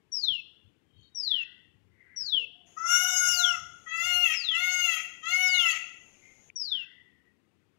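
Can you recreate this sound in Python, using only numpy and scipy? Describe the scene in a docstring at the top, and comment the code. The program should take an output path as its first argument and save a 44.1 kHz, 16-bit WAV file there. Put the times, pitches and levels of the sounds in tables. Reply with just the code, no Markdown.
"""A bird's thin falling whistle, about once a second, over low rumble and soft air in open woodland.
A louder animal, perhaps a deer, breaks in with four nasal cries, stacks of harmonics on an arched
pitch, with a high hiss around them. Near trunks and the farther wood scatter both voices into a
short tail. Faint calls carry from far off, and there is one small tick late on.
Almost everything reaches the microphone on the left; a noise suppressor darkens the gaps."""
import sys
import numpy as np
from scipy import signal
from scipy.fft import rfft, irfft
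from scipy.io import wavfile
from scipy.ndimage import uniform_filter1d

SR = 44100
rng = np.random.default_rng(int(sys.argv[2]) if len(sys.argv) > 2 else 0)


def master_out(mix):
    """Clip the mix to full scale and print it as 16-bit PCM to the path in sys.argv[1]."""
    frames = np.transpose(np.atleast_2d(mix))
    ceiling = np.clip(frames, -1, 1)
    pcm = np.round(ceiling * 32767).astype(np.int16)
    wavfile.write(sys.argv[1], SR, pcm)


N = 343098
TIME = np.arange(N) / SR
CUTOFF_HZ = 15700

# Spectra of four noises in the wood. Each row: frequency in Hz, relative level in dB.
RUMBLE_SPECTRUM = [(20, -43), (50, -19), (85, 6.5), (140, -2.5), (220, -15.5), (500, -48.5)]
AIR_SPECTRUM = [(25, -34.5), (60, -10), (180, -1.5), (400, -6), (650, -19.5), (1000, -11.5), (2800, -14),
                (4500, -22), (9000, -27.5), (15500, -32.5)]
HISS_SPECTRUM = [(300, -6.5), (800, -10.5), (1500, -12), (3000, -10.5), (4400, -16), (5700, -11.5),
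                 (6600, 0), (8000, -22.5), (10300, -16), (12000, -24.5), (15500, -28)]
RASP_SPECTRUM = [(1200, -33.5), (1900, -9.5), (2600, 1.5), (3300, -21.5), (4300, -28), (6500, -13),
                 (9000, -38.5), (15000, -35.5)]
# Soft low gusts. Each row: centre in seconds, level in dB, half length in seconds.
LOW_GUSTS = [(.32, -61.5, 0.021), (.67, -63.5, 0.017), (1.0, -62, 0.036), (1.85, -69.5, 0.11),
             (2.22, -70, 0.033), (3.32, -64.5, 0.054), (3.63, -63, 0.076), (4.15, -66, 0.1)]

# The bird. Each row: start in seconds, level in dB, dB gained over the note, pitch shift in Hz.
BIRD_NOTES = [(0.117, 1.5, -6, -37), (1.147, -2, -0.5, -9.5), (2.16, -3, -0.5, -12), (3.268, -1.5, -1, -5),
              (4.319, -4.5, 1.5, -2.5), (5.421, -3.5, -1, 0.5), (6.556, -3, -4, -13.5)]
# The whistle's loudness along its slide. Each row: pitch in Hz, level in dB.
SLIDE_LEVELS = [(2650, -38.5), (2880, -31), (3200, -29), (3480, -23.5), (3730, -37), (4100, -32),
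                (4640, -40), (5150, -33), (5800, -37)]
# Colour of the whistle's overtones. Each row: frequency in Hz, relative level in dB.
OVERTONE_SPECTRUM = [(4800, -27.5), (5800, -30.5), (7200, -38), (8000, -48), (9000, -63), (11500, -52),
                     (13200, -45.5), (15000, -32.5)]
# The wood's tail. Each row: frequency in Hz, seconds to fall 60 dB before decay_scale is applied.
WOOD_DECAY = [(500, 1), (1500, 0.72), (3000, 0.8), (6000, 0.7), (12000, 0.55)]
# Far calls. Each row: centre in seconds, pitch in Hz, width in Hz, level in dB, half length in seconds.
DISTANT_CALLS = [(1.05, 3780, 30, -71, .07), (1.0, 3150, 90, -69, .075), (1.04, 4370, 100, -70, .045),
                 (1.04, 6650, 90, -80, .04), (1.453, 1930, 90, -62, .14), (1.465, 1513, 110, -69, .097),
                 (2.106, 2037, 140, -62, .09), (2.228, 1640, 170, -68, .14), (2.41, 476, 40, -64, .05),
                 (2.679, 710, 25, -73, .17), (6.296, 2110, 60, -61, .07), (6.24, 2400, 40, -72, .12),
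                 (6.806, 1567, 110, -65, .09), (6.933, 1958, 80, -60.5, .12), (7.203, 1927, 70, -68.5, .09)]

# The animal's pitch, one arch per cry. Each row: time in seconds, pitch in Hz.
CRY_ARCHES = [
    [(2.765, 638.3), (2.919, 711.9), (3.093, 731), (3.411, 705.5), (3.495, 716), (3.551, 674), (3.565, 635),
     (3.58, 630)],
    [(3.86, 640), (4.01, 678.8), (4.076, 713.1), (4.208, 705), (4.232, 714), (4.256, 671), (4.314, 621.7),
     (4.34, 663)],
    [(4.505, 650.7), (4.517, 641), (4.615, 713), (4.709, 726), (4.817, 714.7), (4.903, 666.8),
     (4.979, 631.3), (4.99, 679)],
    [(5.22, 617), (5.292, 686.5), (5.324, 716.5), (5.414, 736.2), (5.554, 725.5), (5.698, 659.8),
     (5.738, 627.3), (5.755, 645)],
]
# One cry per arch. Each row: low harmonic, mouth ring and top edge levels in dB, mouth from 0 (half open)
# to 1 (wide), soft start, rise and fall of effort in seconds, roughness 0-1, hoarse ending in seconds.
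CRY_VOICING = [(-32.5, -34.5, -45.5, 1, 0.08, 0.073, 0.32, 0.15, 0.36),
               (-32, -42, -54, 0.34, 0.0045, .24, 0.018, 0.06, 0.08),
               (-33, -41.5, -56.5, 0.33, 0.006, 0.086, 0.025, 0.11, 0.12),
               (-31.5, -41, -57, 0.35, 0.0033, 0.11, 0.044, .05, 0.092)]
# Peaks and dips in harmonics 2 to 4 as the cry reaches the microphone, coloured by echoes.
# Each row: frequency in Hz, dB against the low harmonic level.
LOW_HARMONIC_COLOUR_LONG_CRY = [(1300, -4), (1430, -0.5), (1950, -18.5), (2130, -13), (2700, -6.5),
                                (2850, -6.5), (2910, -2)]
LOW_HARMONIC_COLOUR_SHORT_CRIES = [(1260, -19.5), (1330, -15.5), (1460, -16.5), (1880, -11.5), (1970, 12),
                                   (2080, -19.5), (2150, 8.5), (2200, 3), (2540, -14), (2700, 7.5),
                                   (2800, 2.5), (2940, -7.5)]
# Upper harmonics, mouth wide and half open. 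Each row: frequency in Hz, dB against the ring or top edge.
MOUTH_WIDE = [(3500, -20), (4300, -35), (5050, -16.5), (5750, -2), (6450, -2), (7200, -11), (8000, -29),
              (8700, -32), (10300, -17.5), (12000, -22), (15500, -30)]
MOUTH_HALF_OPEN = [(3250, 11.5), (3650, -9), (4300, -8), (5100, -20), (5800, -25.5), (6500, 1.5),
                   (7200, -14.5), (8000, -22.5), (9200, -19), (10400, -16.5), (15500, -22)]
# What harmonics lose with no effort behind the voice. Each row: frequency in Hz, change in dB.
SLACK_LOSS = [(1400, -1), (2000, -4), (2700, -27), (3500, -19), (6500, -19), (12000, -31)]
# The voice doubles its period. Each row: centre in seconds, level in dB, half length in seconds.
PERIOD_DOUBLINGS = [(3.1, -65, .03), (5.66, -63.5, 0.079)]
# Rasps as cries end. Each row: centre in seconds, level in dB, half length in seconds.
END_RASPS = [(4.338, -34, 0.014), (4.99, -43, 0.025), (5.757, -40, 0.02)]

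# Noise floor on the microphone's right side. Each row: frequency in Hz, relative level in dB.
FLOOR_SPECTRUM = [(30, -2), (250, -7.5), (1000, -3.0), (3000, -10.5), (8000, -16.5)]
# The noise suppressor. Each row: frequency in Hz, threshold in dB per bin.
SUPPRESSOR_THRESHOLD = [(600, -115), (1000, -77.5), (2000, -82), (3000, -84.5), (4500, -74.5), (6500, -86),
                        (9000, -86.5), (15000, -79.5)]


def from_db(db):
    """Decibels to gain."""
    return 10 ** (np.asarray(db) / 20)


def unit_rms(x):
    """Scale to unit rms."""
    return x / np.sqrt(np.mean(x ** 2) + 1e-20)


def at_hz(points, hz):
    """A spectrum read on a log-frequency axis."""
    f, value = np.transpose(points)
    return np.interp(np.log(np.maximum(hz, 1)), np.log(f), value)


def noise(spectrum):
    """Unit noise with the given spectrum."""
    hz = np.arange(N // 2 + 1) * SR / N
    return unit_rms(irfft(rfft(rng.standard_normal(N)) * from_db(at_hz(spectrum, hz)), N))


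def waver(rate_hz, size):
    """Unit random wavering, up to about rate_hz."""
    hz = np.arange(size // 2 + 1) * SR / size
    return unit_rms(irfft(rfft(rng.standard_normal(size)) / (1 + (hz / rate_hz) ** 2), size))


def swells(rows):
    """A gain curve of bell-shaped swells."""
    return sum(from_db(db) * np.exp(-.5 * ((TIME - s) / half_s) ** 2) for s, db, half_s in rows)


def attack_release(t, attack_s, release_s):
    """Rise from 0, hold at 1, fall back to 0."""
    return np.clip(np.minimum((t - t[0]) / attack_s, (t[-1] - t) / release_s), 0, 1)


def rumble_and_air(rumble_db=-81, air_db=-71):
    """The bed of the place: a low rumble that swells with each gust, and soft steady air."""
    rumble = (from_db(rumble_db) + swells(LOW_GUSTS)) * noise(RUMBLE_SPECTRUM)
    return rumble + from_db(air_db) * noise(AIR_SPECTRUM)


def bird_whistles(note_s=.295, high_hz=5720, low_hz=2497, slide_s=.157, jitter=.002, overtones_db=-28):
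    """A near sine slides down; the syrinx's other side adds a faint tone, and they mix into overtones."""
    out = np.zeros(N)
    for start, level_db, gain_db, shift_hz in BIRD_NOTES:
        span = (TIME >= start) & (TIME < start + note_s)
        t = TIME[span] - start
        slide_hz = low_hz + (high_hz - low_hz) * np.exp(-(t / slide_s) ** 1.82)
        flick_hz = 200 * np.exp(-t / .0098)   # starts a little sharp and drops at once
        hz = slide_hz + flick_hz + shift_hz
        phase = 2 * np.pi * np.cumsum(hz * (1 + jitter * waver(150, len(t)))) / SR
        second_side = np.exp(-((t - .125) / .057) ** 2)   # swells mid-note
        overtones = [(1.48, second_side), (2, from_db(-19))]
        overtones += [(ratio, from_db(-12) * (ratio * hz < CUTOFF_HZ)) for ratio in np.arange(2.5, 5, .5)]
        flutter_db = 3 * waver(67, len(t))
        tone = from_db(at_hz(SLIDE_LEVELS, hz) + flutter_db) * np.sin(phase)
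        for ratio, strength in overtones:
            flicker_db = 5 * waver(40, len(t))
            db = overtones_db + at_hz(OVERTONE_SPECTRUM, ratio * hz) + flicker_db
            tone += strength * from_db(db) * np.sin(ratio * phase)
        gate = attack_release(t, attack_s=.012, release_s=.008)
        out[span] += np.sqrt(2) * from_db(level_db + gain_db * t / note_s) * gate * tone
    return out


def woodland(x, early_db, tail_db, early_s, decay_scale, echoes_per_s=900):
    """Near trunks add sparse early echoes; the farther wood adds a tail whose treble dies first."""
    t = TIME[:int(1.5 * SR)]
    trunks = rng.standard_normal(len(t)) * (rng.random(len(t)) < echoes_per_s / SR)
    trunks *= np.exp(-t / early_s) * (t > .004)
    white = rfft(rng.standard_normal(len(t)))
    bin_hz = np.arange(len(white)) * SR / len(t)
    tail = np.zeros(len(t))
    for hz, t60 in WOOD_DECAY:
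        band = at_hz([(f, float(f == hz)) for f, _ in WOOD_DECAY], bin_hz)
        tail += irfft(white * band, len(t)) * 1000 ** (-t / (t60 * decay_scale))
    tail *= (1 - np.exp(-t / .02)) / np.sqrt(SR * .03)   # builds just after the direct sound
    response = from_db(early_db) * trunks / np.linalg.norm(trunks) + from_db(tail_db) * tail
    return x + signal.fftconvolve(x, response)[:N]


def far_calls():
    """Calls far from the microphone, blurred by the trees into narrow bands that swell and fade."""
    out = np.zeros(N)
    for centre_s, hz, width_hz, db, half_s in DISTANT_CALLS:
        span = np.abs(TIME - centre_s) < 4 * half_s
        t = TIME[span]
        blur = waver(width_hz, len(t)) + 1j * waver(width_hz, len(t))
        band = np.real(blur * np.exp(2j * np.pi * hz * t))
        swell = np.exp(-.5 * ((t - centre_s) / half_s) ** 2)
        flicker_db = waver(24, len(t))
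        out[span] += from_db(db - flicker_db) * swell * band
    return out


def high_hiss(start_s=2.655, end_s=6.508, fade_s=.017, level_db=-64):
    """A high hiss that comes in just before the first cry and stops after the last."""
    gate = np.clip(np.minimum(TIME - start_s, end_s - TIME) / fade_s, 0, 1)
    return from_db(level_db) * gate * noise(HISS_SPECTRUM)


def animal_cry(arch, voicing, jitter=.02, resonance_hz=722, resonance_width_hz=36, edge_lift_db=10):
    """Harmonics on an arched pitch brighten with effort; hoarseness shakes them, most at both ends."""
    low_db, ring_db, edge_db, opening, soft_s, rise_s, fall_s, steady_rough, hoarse_s = voicing
    arch_s, arch_hz = np.transpose(arch)
    span = (TIME >= arch_s[0]) & (TIME < arch_s[-1])
    t = TIME[span]
    elapsed, remaining = t - t[0], t[-1] - t
    pitch = uniform_filter1d(np.interp(t, arch_s, arch_hz), size=1300, mode="nearest")
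    effort = np.clip(np.minimum((elapsed - soft_s) / rise_s, remaining / fall_s), 0, 1)
    slack = (1 - effort) ** 1.78
    onset = np.exp(-elapsed / .1)
    ending = np.sqrt(np.clip(1 - remaining / hoarse_s, 0, 1))
    rough = steady_rough + .2 * onset + .18 * ending
    surge_db = 1.5 * waver(14, len(t))   # the upper harmonics swell and sink together
    phase = 2 * np.pi * np.cumsum(pitch * (1 + jitter * rough * waver(190, len(t)))) / SR
    # the fundamental only carries through a narrow resonance near the top of the arch
    detune = (pitch - resonance_hz) / resonance_width_hz
    levels_db = [-54 - 10 * detune ** 2 + 3 * waver(25, len(t))]
    for k in range(2, 5):
        long_db = at_hz(LOW_HARMONIC_COLOUR_LONG_CRY, k * pitch)
        short_db = at_hz(LOW_HARMONIC_COLOUR_SHORT_CRIES, k * pitch)
        colour_db = opening * long_db + (1 - opening) * short_db
        levels_db.append(low_db + colour_db + 3 * waver(7.6, len(t)))
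    for k in range(5, 25):
        hz = k * pitch
        colour_db = opening * at_hz(MOUTH_WIDE, hz) + (1 - opening) * at_hz(MOUTH_HALF_OPEN, hz)
        top = np.clip((hz - 7200) / 1500, 0, 1)   # the mouth ring gives way to the top edge
        band_db = (1 - top) * ring_db + top * (edge_db + edge_lift_db)
        sway_db = 4 * waver(6.1, len(t))   # each also fades in and out on its own
        levels_db.append(band_db + colour_db + surge_db + sway_db)
    # a doubled period puts a line between the first two harmonics
    voice = swells(PERIOD_DOUBLINGS)[span] * np.sin(1.5 * phase)
    for k, db in enumerate(levels_db, 1):
        partial = np.exp(1j * (k * phase + rng.uniform(0, 2 * np.pi)))
        depth = .35 * rough * (k / 2) ** .55   # high harmonics shake most
        shake = depth * (waver(79, len(t)) + 1j * waver(65, len(t))) / np.sqrt(2)
        gain = from_db(db + slack * at_hz(SLACK_LOSS, k * pitch))
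        voice += gain * np.real(partial * (1 + shake)) / np.sqrt(1 + depth ** 2)
    out = np.zeros(N)
    out[span] = np.sqrt(2) * voice * attack_release(t, attack_s=.015, release_s=.027)
    return out


def rasps():
    """The voice breaks into a short burst of noise as each of the last three cries ends."""
    return swells(END_RASPS) * noise(RASP_SPECTRUM)


def tick(at_s=6.502, hz=2370, level_db=-38, decay_s=.00072):
    """One small tick, dry, with no echo from the wood."""
    t = TIME - at_s
    return from_db(level_db) * np.exp(-np.abs(t) / decay_s) * np.sin(2 * np.pi * hz * t)


def noise_suppressor(x, depth_db=-9):
    """Weak bins are turned down, which darkens the gaps and shortens the tails."""
    hz, _, bins = signal.stft(x, SR, nperseg=1024, noverlap=768)
    power = uniform_filter1d(np.abs(bins) ** 2, size=3, axis=-1)
    threshold = from_db(at_hz(SUPPRESSOR_THRESHOLD, hz))[:, None] ** 2
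    passed = power / (power + threshold)
    _, out = signal.istft(bins * from_db(depth_db * (1 - passed)), SR, nperseg=1024, noverlap=768)
    return out[:, :N]


def scene():
    """The wood reaches the microphone on the left; the right holds a trace and a faint noise floor."""
    cries = sum(animal_cry(arch, voicing) for arch, voicing in zip(CRY_ARCHES, CRY_VOICING)) + rasps()
    animal = woodland(cries, early_db=-3, tail_db=-5, early_s=.016, decay_scale=.87)
    bird = woodland(bird_whistles(), early_db=-9.5, tail_db=-18, early_s=.021, decay_scale=.92)
    left = animal + bird + rumble_and_air() + high_hiss() + far_calls() + tick()
    right = from_db(-57.5) * left + from_db(-91) * noise(FLOOR_SPECTRUM)
    return from_db(6) * np.array([left, right])


def record(dry):
    """After the microphone, weak noise is suppressed and the top is cut steeply."""
    lowpass = signal.ellip(12, .1, 90, CUTOFF_HZ, fs=SR, output="sos")
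    return signal.sosfilt(lowpass, noise_suppressor(dry))


dry = scene()
out = record(dry)
master_out(out)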